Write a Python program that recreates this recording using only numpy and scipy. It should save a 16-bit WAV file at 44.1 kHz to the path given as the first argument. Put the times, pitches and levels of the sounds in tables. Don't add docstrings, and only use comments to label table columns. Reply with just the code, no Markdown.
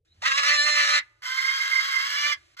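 import sys
import numpy as np
from scipy import signal
from scipy.fft import rfft, irfft, next_fast_len
from scipy.io import wavfile
from scipy.ndimage import uniform_filter1d, minimum_filter1d, map_coordinates

SR = 44100
rng = np.random.default_rng(int(sys.argv[2]) if len(sys.argv) > 2 else 0)


def master(y):
    cut = np.clip(np.atleast_2d(y).T, -1, 1)
    pcm = np.round(cut * 32767)
    wavfile.write(sys.argv[1], SR, pcm.astype(np.int16))


N = 114660


def amp(db):
    return 10 ** (np.asarray(db) / 20)


def unit(x):
    return x / np.sqrt(np.mean(x ** 2) + 1e-20)


def along(points, hz):
    point_hz, value = np.transpose(points)
    return np.interp(np.log(hz + 1), np.log(point_hz + 1), value)


def clock():
    return np.arange(N) / SR


def curve(rows, axis=1):
    rows = np.asarray(rows)
    return np.interp(clock(), rows[:, 0], rows[:, axis])


EDGE_S = 0.0016


def level(rows, axis=1):
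    outside_s = np.maximum(rows[0][0] - clock(), clock() - rows[-1][0])
    return amp(curve(rows, axis=axis)) * np.clip(1 - outside_s / EDGE_S, 0, 1)


def wobble(rate_hz):
    return map_coordinates(rng.standard_normal(N // 8), [np.arange(N) * rate_hz / SR], mode="wrap")


def filtered(x, response):
    size = next_fast_len(N + SR // 2)
    return irfft(rfft(x, size) * response(np.fft.rfftfreq(size, 1 / SR)), size)[..., :N]


def noise(colour):
    return unit(filtered(rng.standard_normal(N), lambda hz: amp(along(colour, hz))))


def cycles(pitch_hz, jitter, rate_hz):
    return np.cumsum(pitch_hz * (1 + jitter * wobble(rate_hz))) / SR


# freq_hz, gain_db
HUM_COLOUR = [(15, -40.5), (25, 0.5), (122, 3.5), (182, -23.5), (264, -25), (448, -12.5), (616, -26),
              (1260, -58.5), (2080, -41), (14000, -50.5)]
HUM_DB = -75


def hum():
    return amp(HUM_DB) * noise(HUM_COLOUR)


# time_s, level_db
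RUSTLE = [(.05, -74.5), (.11, -78.5), (.15, -71.5), (.2, -71.5), (.23, -55.5), (1.02, -68), (1.15, -76),
          (2.36, -63), (2.44, -66), (2.5, -66), (2.55, -66)]
# freq_hz, gain_db
RUSTLE_COLOUR = [(150, -26.5), (330, -2.5), (600, -15.5), (1500, -0.5), (3000, -1), (4800, -2.5),
                 (6500, -7), (9000, -13), (14000, -28)]


def rustle():
    return level(RUSTLE) * noise(RUSTLE_COLOUR)


# time_s, pitch_hz, level_db
SQUEAK = [(.075, 3700, -77), (.105, 3870, -74.5), (.125, 3950, -60), (.145, 4240, -84)]


def squeak():
    count = cycles(curve(SQUEAK), jitter=0.029, rate_hz=600)
    return level(SQUEAK, axis=2) * unit(np.sin(2 * np.pi * count))


# centre_s, width_s (Gaussian sigma), level_db
FLAPS = [(.21, 0.066, -60.5), (.35, 0.086, -63.5), (2.42, 0.042, -69.5)]
# freq_hz, gain_db
FLAP_COLOUR = [(25, -36.5), (60, -8.5), (85, -3), (130, -18.5), (300, -36), (1000, -42), (4000, -95)]


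def wing_flaps():
    gain = sum(amp(db) * np.exp(-((clock() - centre_s) / width_s) ** 2 / 2)
               for centre_s, width_s, db in FLAPS)
    return gain * noise(FLAP_COLOUR)


def tone(count, pitch_hz, colour, halves_db, shimmer_db):
    out = np.zeros(N)
    for k in np.arange(2, 46) / 2:
        gain_db = along(colour, k * pitch_hz) + halves_db * (k % 1 > 0) + shimmer_db * wobble(45.064)
        out += amp(gain_db) * np.sin(2 * np.pi * (k * count + rng.random()))
    return unit(out)


SMEAR_HZ, SMEAR_TURN_RAD = 444, 1.64


def throat(x, colour, beak):
    size = 4096
    f = np.fft.rfftfreq(size, 1 / SR)
    lift_db = sum(db / (1 + (2 * (f - hz) / width_hz) ** 2) for hz, width_hz, db in beak)
    cepstrum = irfft(np.log(amp(along(colour, f) + lift_db)))
    cepstrum[1:size // 2] *= 2
    cepstrum[size // 2 + 1:] = 0
    impulse = irfft(np.exp(rfft(cepstrum)))
    rung = signal.fftconvolve(x, impulse)[:N]
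    ripple = rng.standard_normal(size)

    def smear(hz):
        return np.exp(1j * SMEAR_TURN_RAD * map_coordinates(ripple, [hz / SMEAR_HZ]))
    return unit(filtered(rung, smear))


def rasp(count, colour, beak, scatter_s, size_db, alternate_db, air_db, puff_s):
    beat = np.arange(1, int(count[-1]))
    chance = rng.standard_normal((N // 20, 2))[:len(beat)]
    at = np.interp(beat, count, np.arange(N)) + scatter_s * SR * chance[:, 0]
    at = np.clip(at, 8, N - 10)
    size = amp(size_db * np.tanh(chance[:, 1]) - alternate_db * (beat % 2))
    taps = at.astype(int)[:, None] + np.arange(-7, 9)
    offset = taps - at[:, None]
    shape = size[:, None] * np.sinc(offset) * np.sinc(offset / 9)
    pulses = np.bincount(taps.ravel(), shape.ravel(), N)
    gate = signal.lfilter([1], [1, -np.exp(-1 / (puff_s * SR))], pulses)
    air = unit(gate * rng.standard_normal(N))
    return throat(unit(pulses - pulses.mean()) + amp(air_db) * air, colour, beak)


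# time_s, pitch_hz
PITCH_1 = [(.22, 422.9), (.245, 499.2), (.275, 561.6), (.31, 537), (.345, 552.5), (.38, 572.7),
           (.425, 559.8), (.49, 582.4), (.55, 591.2), (.6, 583.1), (.66, 598.7), (.76, 586.4), (.87, 576.3),
           (.96, 589), (1.0, 564)]
# time_s, level_db
TONE_1 = [(.22, -40), (.27, -31), (.35, -27.5), (.46, -28), (.55, -26), (.6, -21), (.65, -23), (.72, -24),
          (.79, -29), (.83, -29), (.96, -25.5), (.995, -31.5)]
# time_s, level_db
RASP_1 = [(.221, -36), (.238, -33), (.265, -21.5), (.285, -21), (.3, -35.5), (.32, -21.5), (.345, -40),
          (.385, -14.5), (.41, -37), (.435, -18), (.455, -24), (.49, -14.5), (.535, -25), (.56, -21),
          (.58, -47), (.64, -40.5), (.683, -15.5), (.71, -31.5), (.76, -20.5), (.795, -14.5), (.81, -21),
          (.9, -22.5), (.99, -23.5), (1.005, -68.5)]
# time_s, level_db
WHISTLE_1 = [(.48, -45.5), (.55, -34.5), (.59, -21.5), (.65, -31), (.72, -27.5), (.82, -25.5), (.88, -34),
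             (.96, -21.5), (.985, -50)]
# time_s, level_db
LOW_LINE_1 = [(.228, -37), (.27, -39), (.35, -30.5), (.42, -35), (.52, -39.5), (.6, -50)]
# time_s, level_db (re harmonics)
HALVES_1 = [(.3, -11), (.6, -10), (.72, -9), (.82, 0.5), (.96, 0.5)]
# freq_hz, gain_db
TONE_COLOUR_1 = [(290, -52), (580, -33.5), (870, -14.5), (1150, -11), (1750, -1), (2330, -8), (2900, -7),
                 (3500, -7.5), (4100, -2.5), (4650, -13.5), (5250, -5), (5800, -17), (6400, -16.5),
                 (7000, -12.5), (7600, -19), (8700, -21.5), (10500, -40), (14000, -43.5)]
# freq_hz, gain_db
RASP_COLOUR_1 = [(200, -48.5), (450, -35), (700, -29), (950, -7.5), (1200, -5.5), (1600, -2), (2100, -3.5),
                 (2600, 0.5), (3200, -4.5), (4200, -7.5), (4900, -8), (6000, -7), (7500, -18.5),
                 (9000, -24.5), (10500, -28.5), (12000, -36.5), (14000, -29)]
# freq_hz, width_hz, lift_db
BEAK_1 = [(1238, 91, 16.5), (1840, 160, 5), (2017, 140, 17), (2306, 30, 3.5), (2670, 79, 9),
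          (2960, 53, 3.5), (3385, 170, 1), (3790, 86, 5.5), (4360, 90, 12.5), (5980, 190, 0.5)]


def first_call():
    pitch_hz, tone_gain, rasp_gain = curve(PITCH_1), level(TONE_1), level(RASP_1)
    roughness = rasp_gain / (rasp_gain + tone_gain + 1e-9)
    count = cycles(pitch_hz, jitter=0.0012 + 0.00491 * roughness, rate_hz=280)
    clean = tone(count, pitch_hz, TONE_COLOUR_1, curve(HALVES_1), shimmer_db=2)
    flicker = amp(4 * roughness * np.tanh(wobble(130)))
    whistle = unit(flicker * np.sin(2 * np.pi * count * 7))
    low_line = unit(np.sin(2 * np.pi * 2 * count))
    harsh = rasp(count, RASP_COLOUR_1, BEAK_1, scatter_s=.00003, size_db=5.5,
                 alternate_db=12, air_db=-5.5, puff_s=0.0018)
    voiced = tone_gain * clean + level(LOW_LINE_1) * low_line + level(WHISTLE_1) * whistle
    return voiced + rasp_gain * harsh


# freq_hz, gain_db
TONE_COLOUR_2 = [(290, -51), (560, -39.5), (800, -29.5), (1060, -4), (1170, -2.5), (1630, -3.5), (1800, -7),
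                 (2160, -0.5), (2350, 0.5), (2600, -12), (2950, 0.5), (3400, -3), (3900, -9.5), (4800, -4),
                 (6300, -12), (7500, -31), (11500, -40), (14000, -52)]
# freq_hz, gain_db
RASP_COLOUR_2 = [(200, -47.5), (450, -36), (750, -35), (950, -8.5), (1200, -9), (1700, -7), (2100, -0.5),
                 (2500, -13.5), (3100, -7), (3700, -12), (4800, -3), (6200, -13.5), (7200, -17.5),
                 (8000, -15.5), (8800, -32), (9800, -38.5), (11600, -18.5), (14000, -33.5)]
# freq_hz, width_hz, lift_db
BEAK_2 = [(1125, 70, 12.5), (1278, 87, 9.3), (1503, 180, 9.8), (1710, 120, 2.8), (2018, 83, 7.4),
          (2081, 43, 10), (2460, 23, 2.2), (2674, 59, 6), (3160, 75, 2), (3200, 180, 9.2)]


def hoarse_call(pitch_hz, tone_gain, rasp_gain, low_gain):
    roughness = rasp_gain / (rasp_gain + tone_gain + 1e-9)
    count = cycles(pitch_hz, jitter=0.00507 + 0.00582 * roughness, rate_hz=190)
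    clean = tone(count, pitch_hz, TONE_COLOUR_2, halves_db=-11.5, shimmer_db=3)
    low_line = unit(np.sin(2 * np.pi * 2 * count))
    harsh = rasp(count, RASP_COLOUR_2, BEAK_2, scatter_s=.00009, size_db=5,
                 alternate_db=-4, air_db=-3.5, puff_s=0.0012)
    return tone_gain * clean + low_gain * low_line + rasp_gain * harsh


# time_s, pitch_hz
PITCH_2 = [(1.22, 498.1), (1.3, 515), (1.4, 533.5), (1.55, 540.1), (1.68, 547.8), (1.75, 531.7),
           (1.87, 553.4), (1.96, 534.4), (2.06, 558.5), (2.2, 578.6), (2.31, 589.3), (2.345, 535)]
# time_s, tone_db, rasp_db
EFFORT_2 = [(1.222, -73, -43.5), (1.26, -39.5, -33.5), (1.36, -34.5, -31.5), (1.55, -31, -32.5),
            (1.69, -35.5, -30.5), (1.76, -31, -31.5), (1.84, -33, -31), (1.97, -33.5, -31),
            (2.12, -31.5, -31), (2.28, -25, -32.5), (2.335, -28.5, -32), (2.35, -81, -52)]
# time_s, level_db
LOW_LINE_2 = [(1.24, -45), (1.36, -46), (1.55, -40.5), (1.75, -44), (1.9, -40.5), (2.08, -35), (2.2, -44)]


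def second_call():
    return hoarse_call(curve(PITCH_2), level(EFFORT_2), level(EFFORT_2, axis=2), level(LOW_LINE_2))


# start_s, length_s, level_db
FLARES = [(1.376, 0.026, -28), (1.437, 0.018, -26.5), (1.479, 0.021, -26.5), (1.6, 0.027, -30.5),
          (1.713, .028, -29), (1.755, 0.045, -26.5), (1.927, 0.019, -32), (1.96, 0.023, -26),
          (1.994, .012, -30.5), (2.321, 0.012, -30.5)]
RING_HZ, RING_WANDER_SHARE, RING_PAN_DB = 2107, 0.0185, -5


def flares():
    t = clock()
    gain = 0
    for start_s, length_s, db in FLARES:
        inside_s = np.minimum(t - start_s, start_s + length_s - t)
        gain = gain + amp(db) * np.clip(inside_s / 0.011 + .5, 0, 1)
    count = cycles(RING_HZ, jitter=RING_WANDER_SHARE, rate_hz=250)
    ring = unit(np.sin(2 * np.pi * count) * amp(0.67 * wobble(200)))
    return gain * ring * amp(np.array([[RING_PAN_DB], [-RING_PAN_DB]]) / 2)


# time_s, pitch_hz, tone_db, rasp_db
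CALL_3 = [(2.569, 483.5, -66, -45), (2.585, 488, -62.5, -48), (2.6, 526.5, -39.5, -35.5)]


def third_call():
    return hoarse_call(curve(CALL_3), level(CALL_3, axis=2), level(CALL_3, axis=3), low_gain=0)


# freq_hz, width_hz, gain_db
CAGE_MODES = [(183.2, 30, 12), (334.5, 30.3, 12.5), (591.4, 35, 13)]


def cage(x):
    def response(f):
        return 1 + sum(amp(db) * 1j * f * width_hz / (hz * hz - f * f + 1j * f * width_hz)
                       for hz, width_hz, db in CAGE_MODES)
    return filtered(x, response)


# freq_hz, left_lead_rad
PORT_PHASE = [(100, -5.5), (450, 3.84), (600, -1.4), (1000, 4), (1400, 1.08), (2200, 1.5853), (3200, 2),
              (4100, 0.91), (4850, 3.5), (5500, 3.5), (6100, 5.5), (7300, 7.5), (9200, 1), (10100, -6.5),
              (12300, 19.5), (14000, 16.5)]
# freq_hz, left_minus_right_db
PORT_BALANCE = [(500, -3.5), (800, 6.5), (1050, -6), (1500, 0), (2100, -4.5), (2900, 0.5), (4100, -1),
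                (7000, -0.5)]


def ports(x):
    sides = np.array([[1], [-1]]) / 2

    def response(hz):
        return amp(sides * along(PORT_BALANCE, hz)) * np.exp(1j * sides * along(PORT_PHASE, hz))
    return filtered(x, response)


def echo(x, t60):
    hz, t, z = signal.stft(rng.standard_normal((2, SR // 2)), SR, nperseg=256)
    decay = amp(-60 * t / along(t60, hz)[:, None])
    tail = signal.istft(z * decay, SR, nperseg=256)[1]
    delayed = np.pad(tail, ((0, 0), (SR // 500, 0))) / np.linalg.norm(tail[0])
    return signal.fftconvolve(x, delayed, axes=1)[:, :N]


# freq_hz, t60_s
NEAR_T60 = [(200, 0.027), (2000, 0.11), (12000, 0.02)]
# freq_hz, t60_s
ROOM_T60 = [(200, 1), (1500, 0.69), (5000, 0.24), (12000, 0.49)]
NEAR_DB, ROOM_DB = -7, -31


def scene():
    hoarse = second_call() + third_call()
    calls = first_call() + hoarse
    small_sounds = squeak() + rustle()
    bird = ports(cage(calls + small_sounds) + flares())
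    near = amp(NEAR_DB) * echo(bird, NEAR_T60)
    room = amp(ROOM_DB) * echo(bird, ROOM_T60)
    low_air = wing_flaps() + hum()
    return bird + near + room + low_air


LIMIT_DB, LIMIT_S, TOP_HZ = -9, 0.002, 14400


def record(dry):
    size = max(int(LIMIT_S * SR), 1)
    needed = np.minimum(1, amp(LIMIT_DB) / (np.abs(dry).max(axis=0) + 1e-9))
    gain = uniform_filter1d(minimum_filter1d(needed, 2 * size), size)
    return filtered(dry * gain, lambda hz: hz < TOP_HZ)


dry = scene()
out = record(dry)
master(out)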